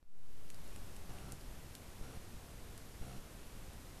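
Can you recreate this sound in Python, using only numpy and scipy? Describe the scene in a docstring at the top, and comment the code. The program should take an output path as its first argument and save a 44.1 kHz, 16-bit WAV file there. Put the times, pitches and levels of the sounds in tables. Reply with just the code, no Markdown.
"""Short, low, grunt-like buzzes, about one a second, each between two soft thumps: probably a trail
camera's own electronics loading their supply. The camera watches deer on open ground at night.
A few tiny dry clicks, like antler tips or twigs, come from the field.
The sound fades in on microphone hiss and low rumble."""
import sys
import numpy as np
from scipy import signal
from scipy.fft import rfft, irfft
from scipy.io import wavfile
from scipy.ndimage import uniform_filter1d

SR = 44100
rng = np.random.default_rng(int(sys.argv[2]) if len(sys.argv) > 2 else 0)


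def log_audio(samples):
    """Write samples as a 16-bit WAV file to the path given in sys.argv[1]."""
    # one column per channel
    frames = np.atleast_2d(samples).T
    # limit to full scale, then quantise
    limited = np.clip(frames, -1, 1)
    pcm = np.round(limited * 32767).astype(np.int16)
    wavfile.write(sys.argv[1], SR, pcm)


N = 176400


def undb(db):
    """Decibels to gain."""
    return 10 ** (np.asarray(db) / 20)


def unit(x):
    """Scale to rms 1."""
    return x / np.sqrt(np.mean(x ** 2))


def band(x, hz, width_hz):
    """Two-pole resonance, gain 1 at the centre."""
    return signal.lfilter(*signal.iirpeak(hz, hz / width_hz, fs=SR), x)


def walk(rate_hz):
    """Smooth random wander, rms 1."""
    hold = int(SR / rate_hz)
    stairs = np.repeat(rng.standard_normal(N // hold + 1), hold)
    return unit(uniform_filter1d(uniform_filter1d(stairs, hold), hold)[:N])


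def step(t, start_s, rise_s=0.0013, leak_s=0.012):
    """A voltage step that leaks away."""
    age = np.maximum(t - start_s, 0)
    return (1 - np.exp(-age / rise_s)) * np.exp(-age / leak_s)


# buzz harmonics (order, relative level [dB])
HARMONICS = [(1, -2.5), (2, 0.5), (3, -4.5), (4, -12), (5, -11.5), (6, -19), (7, -14), (8, -14.5), (9, -17),
             (10, -21), (11, -11), (12, -13.5), (13, -20), (14, -19.5), (18, -20), (21, -17), (22, -19.5),
             (23, -24.5), (24, -25.5)]
# buzz resonances (centre [Hz], width [Hz], relative level [dB])
RINGS = [(850, 250, -5.5), (1346, 300, 1.5), (2780, 430, -2), (4150, 270, -2), (5615, 81, -3),
         (7560, 400, -9.5), (9800, 430, -4.5)]
# buzz bursts (start [s], length [s], level [dB], rasp re stack [dB], added onset rasp re stack [dB])
BURSTS = [(1.093, 0.24, -54.5, -8.5, -7), (2.024, 0.15, -53, -11.5, -18), (3.019, 0.162, -52, -14, -13)]


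def buzz(t, pitch_hz=64.36, jitter=0.0025, flutter_db=2, edge_s=0.0013, onset_decay_s=0.0089):
    """Bursts at one pitch: wavering harmonics, thin rings struck once a cycle, fizz and rasp."""
    cycles = np.cumsum(pitch_hz * (1 + jitter * walk(30))) / SR
    stack = np.zeros(N)
    for order, db in HARMONICS:
        gain = undb(db + flutter_db * walk(35))
        stack += gain * np.sin(2 * np.pi * (order * cycles + rng.random()))
    pulses = np.diff(np.floor(cycles), prepend=0) * undb(1.5 * walk(100))
    rings = np.zeros(N)
    for hz, width_hz, db in RINGS:
        strikes = np.roll(pulses, rng.integers(N))
        rings += undb(db) * unit(band(band(strikes, hz, width_hz), hz, width_hz))
    rasp = unit(band(rng.standard_normal(N), hz=400, width_hz=570))
    fizz = unit(band(rng.standard_normal(N), hz=8800, width_hz=3700))
    tone = unit(stack) + undb(-14) * unit(rings) + undb(-19) * fizz
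    out = np.zeros(N)
    for start_s, length_s, db, rasp_db, onset_db in BURSTS:
        gate = np.clip(np.minimum(t - start_s, start_s + length_s - t) / edge_s + .5, 0, 1)
        onset = np.exp(-np.abs(t - start_s) / onset_decay_s)
        rasp_gain = undb(rasp_db) + undb(onset_db) * onset
        out += undb(db) * gate * (tone + rasp_gain * rasp)
    return out


# supply sags (sag time [s], recovery time [s], sag step [dB], recovery step [dB])
SUPPLY_SAGS = [(1.093, 1.333, -34, -34), (1.477, 1.512, -38.5, -37.5), (2.012, 2.173, -32.5, -34),
               (2.342, 2.371, -39, -40.5), (3.013, 3.182, -32.5, -36)]


def thumps(t):
    """The supply steps down as the load comes on and up as it ends."""
    return sum(undb(up_db) * step(t, up_s) - undb(down_db) * step(t, down_s)
               for down_s, up_s, down_db, up_db in SUPPLY_SAGS)


# dry clicks (time [s], level [dB], ring [Hz], decay [s], crack re ring [dB], knock re ring [dB])
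FIELD_CLICKS = [(0.5023, -34.5, 9100, 0.0007, 1.5, -4), (.5450, -40, 4930, 0.00056, -3, -6),
                (0.677, -48, 10000, .0006, -3, -20), (0.7611, -43.5, 2750, 0.00088, -12, -6),
                (0.762, -46, 7400, 0.0013, -1, -15), (0.9649, -41, 8200, 0.00072, -1, -2),
                (1.186, -46, 2750, 0.00097, -14, -10), (1.3218, -30.5, 8500, 0.0004, 1.5, -8),
                (1.411, -48, 4730, 0.0012, -2, -12), (1.7515, -38.5, 8250, 0.00084, 1, 2),
                (1.7528, -40, 4550, 0.00091, 3, 4), (2.778, -40, 10800, 0.00086, 9, 4),
                (3.7350, -48, 9500, .0008, -3, -15)]


def clicks(t):
    """Each click: a brief ring, a bright crack and a woody knock, then a faint high rustle."""
    out = np.zeros(N)
    size = 3000
    age = t[:size]
    for start_s, db, hz, decay_s, crack_db, knock_db in FIELD_CLICKS:
        white = rng.standard_normal((3, size))
        fall = np.exp(-age / decay_s)
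        ring = unit(fall * np.sin(2 * np.pi * hz * age))
        crack = unit(band(white[0] * fall, hz=9100, width_hz=4700))
        knock = unit(band(white[1] * fall, hz=3700, width_hz=3400))
        rustle = unit(band(white[2] * np.exp(-age / 0.017), hz=8700, width_hz=3500))
        click = unit(ring + undb(crack_db) * crack + undb(knock_db) * knock) + undb(-8) * rustle
        peak_scale = np.sqrt(decay_s * SR / size) / 2  # rms 1 to a peak near 1
        i = int(start_s * SR)
        out[i:i + size] += undb(db) * peak_scale * click
    return out


# noise floor spectrum (frequency [Hz], relative density [dB])
FLOOR_SPECTRUM = [(8, 3.5), (18, 2), (40, -1), (90, -6.5), (200, -12.5), (400, -17.5), (900, -23),
                  (2000, -27.5), (4500, -31), (9000, -32.5), (12500, -32.5), (14000, -36), (14800, -42)]


def hiss_and_rumble(rms_db=-50.5):
    """Steady microphone hiss over low rumble."""
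    hz, db = np.array(FLOOR_SPECTRUM).T
    bins_hz = np.maximum(np.arange(N // 2 + 1) * SR / N, 1)
    shape = undb(np.interp(np.log(bins_hz), np.log(hz), db))
    return undb(rms_db) * unit(irfft(rfft(rng.standard_normal(N)) * shape, N))


def scene():
    """Everything at the microphone input, mono."""
    t = np.arange(N) / SR
    return (hiss_and_rumble() + buzz(t) + thumps(t) + clicks(t))[None]


def record(dry):
    """The input switches on with a tick, fades in while its bias settles, and loses its top."""
    fade_start_s, fade_s, bias_peak_s = 0.049, 0.66, 0.24
    rolloff_hz, cutoff_hz = 13900, 14550
    t = np.arange(N) / SR
    age = np.maximum(t - fade_start_s, 0)
    ramp = np.minimum(age / fade_s, 1) ** 1.03
    fade = np.hypot(ramp, undb(-23))
    tick = undb(-55.5) * step(t, start_s=0.028, rise_s=1 / SR)
    bias = -undb(-34.5) * age / bias_peak_s * np.exp(1 - age / bias_peak_s)  # one subsonic swing
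    rolloff = signal.butter(6, rolloff_hz, fs=SR, output="sos")
    cutoff = signal.ellip(10, .1, 70, cutoff_hz, fs=SR, output="sos")
    return signal.sosfilt(cutoff, signal.sosfilt(rolloff, dry * fade + tick + bias))


dry = scene()
out = record(dry)
log_audio(out)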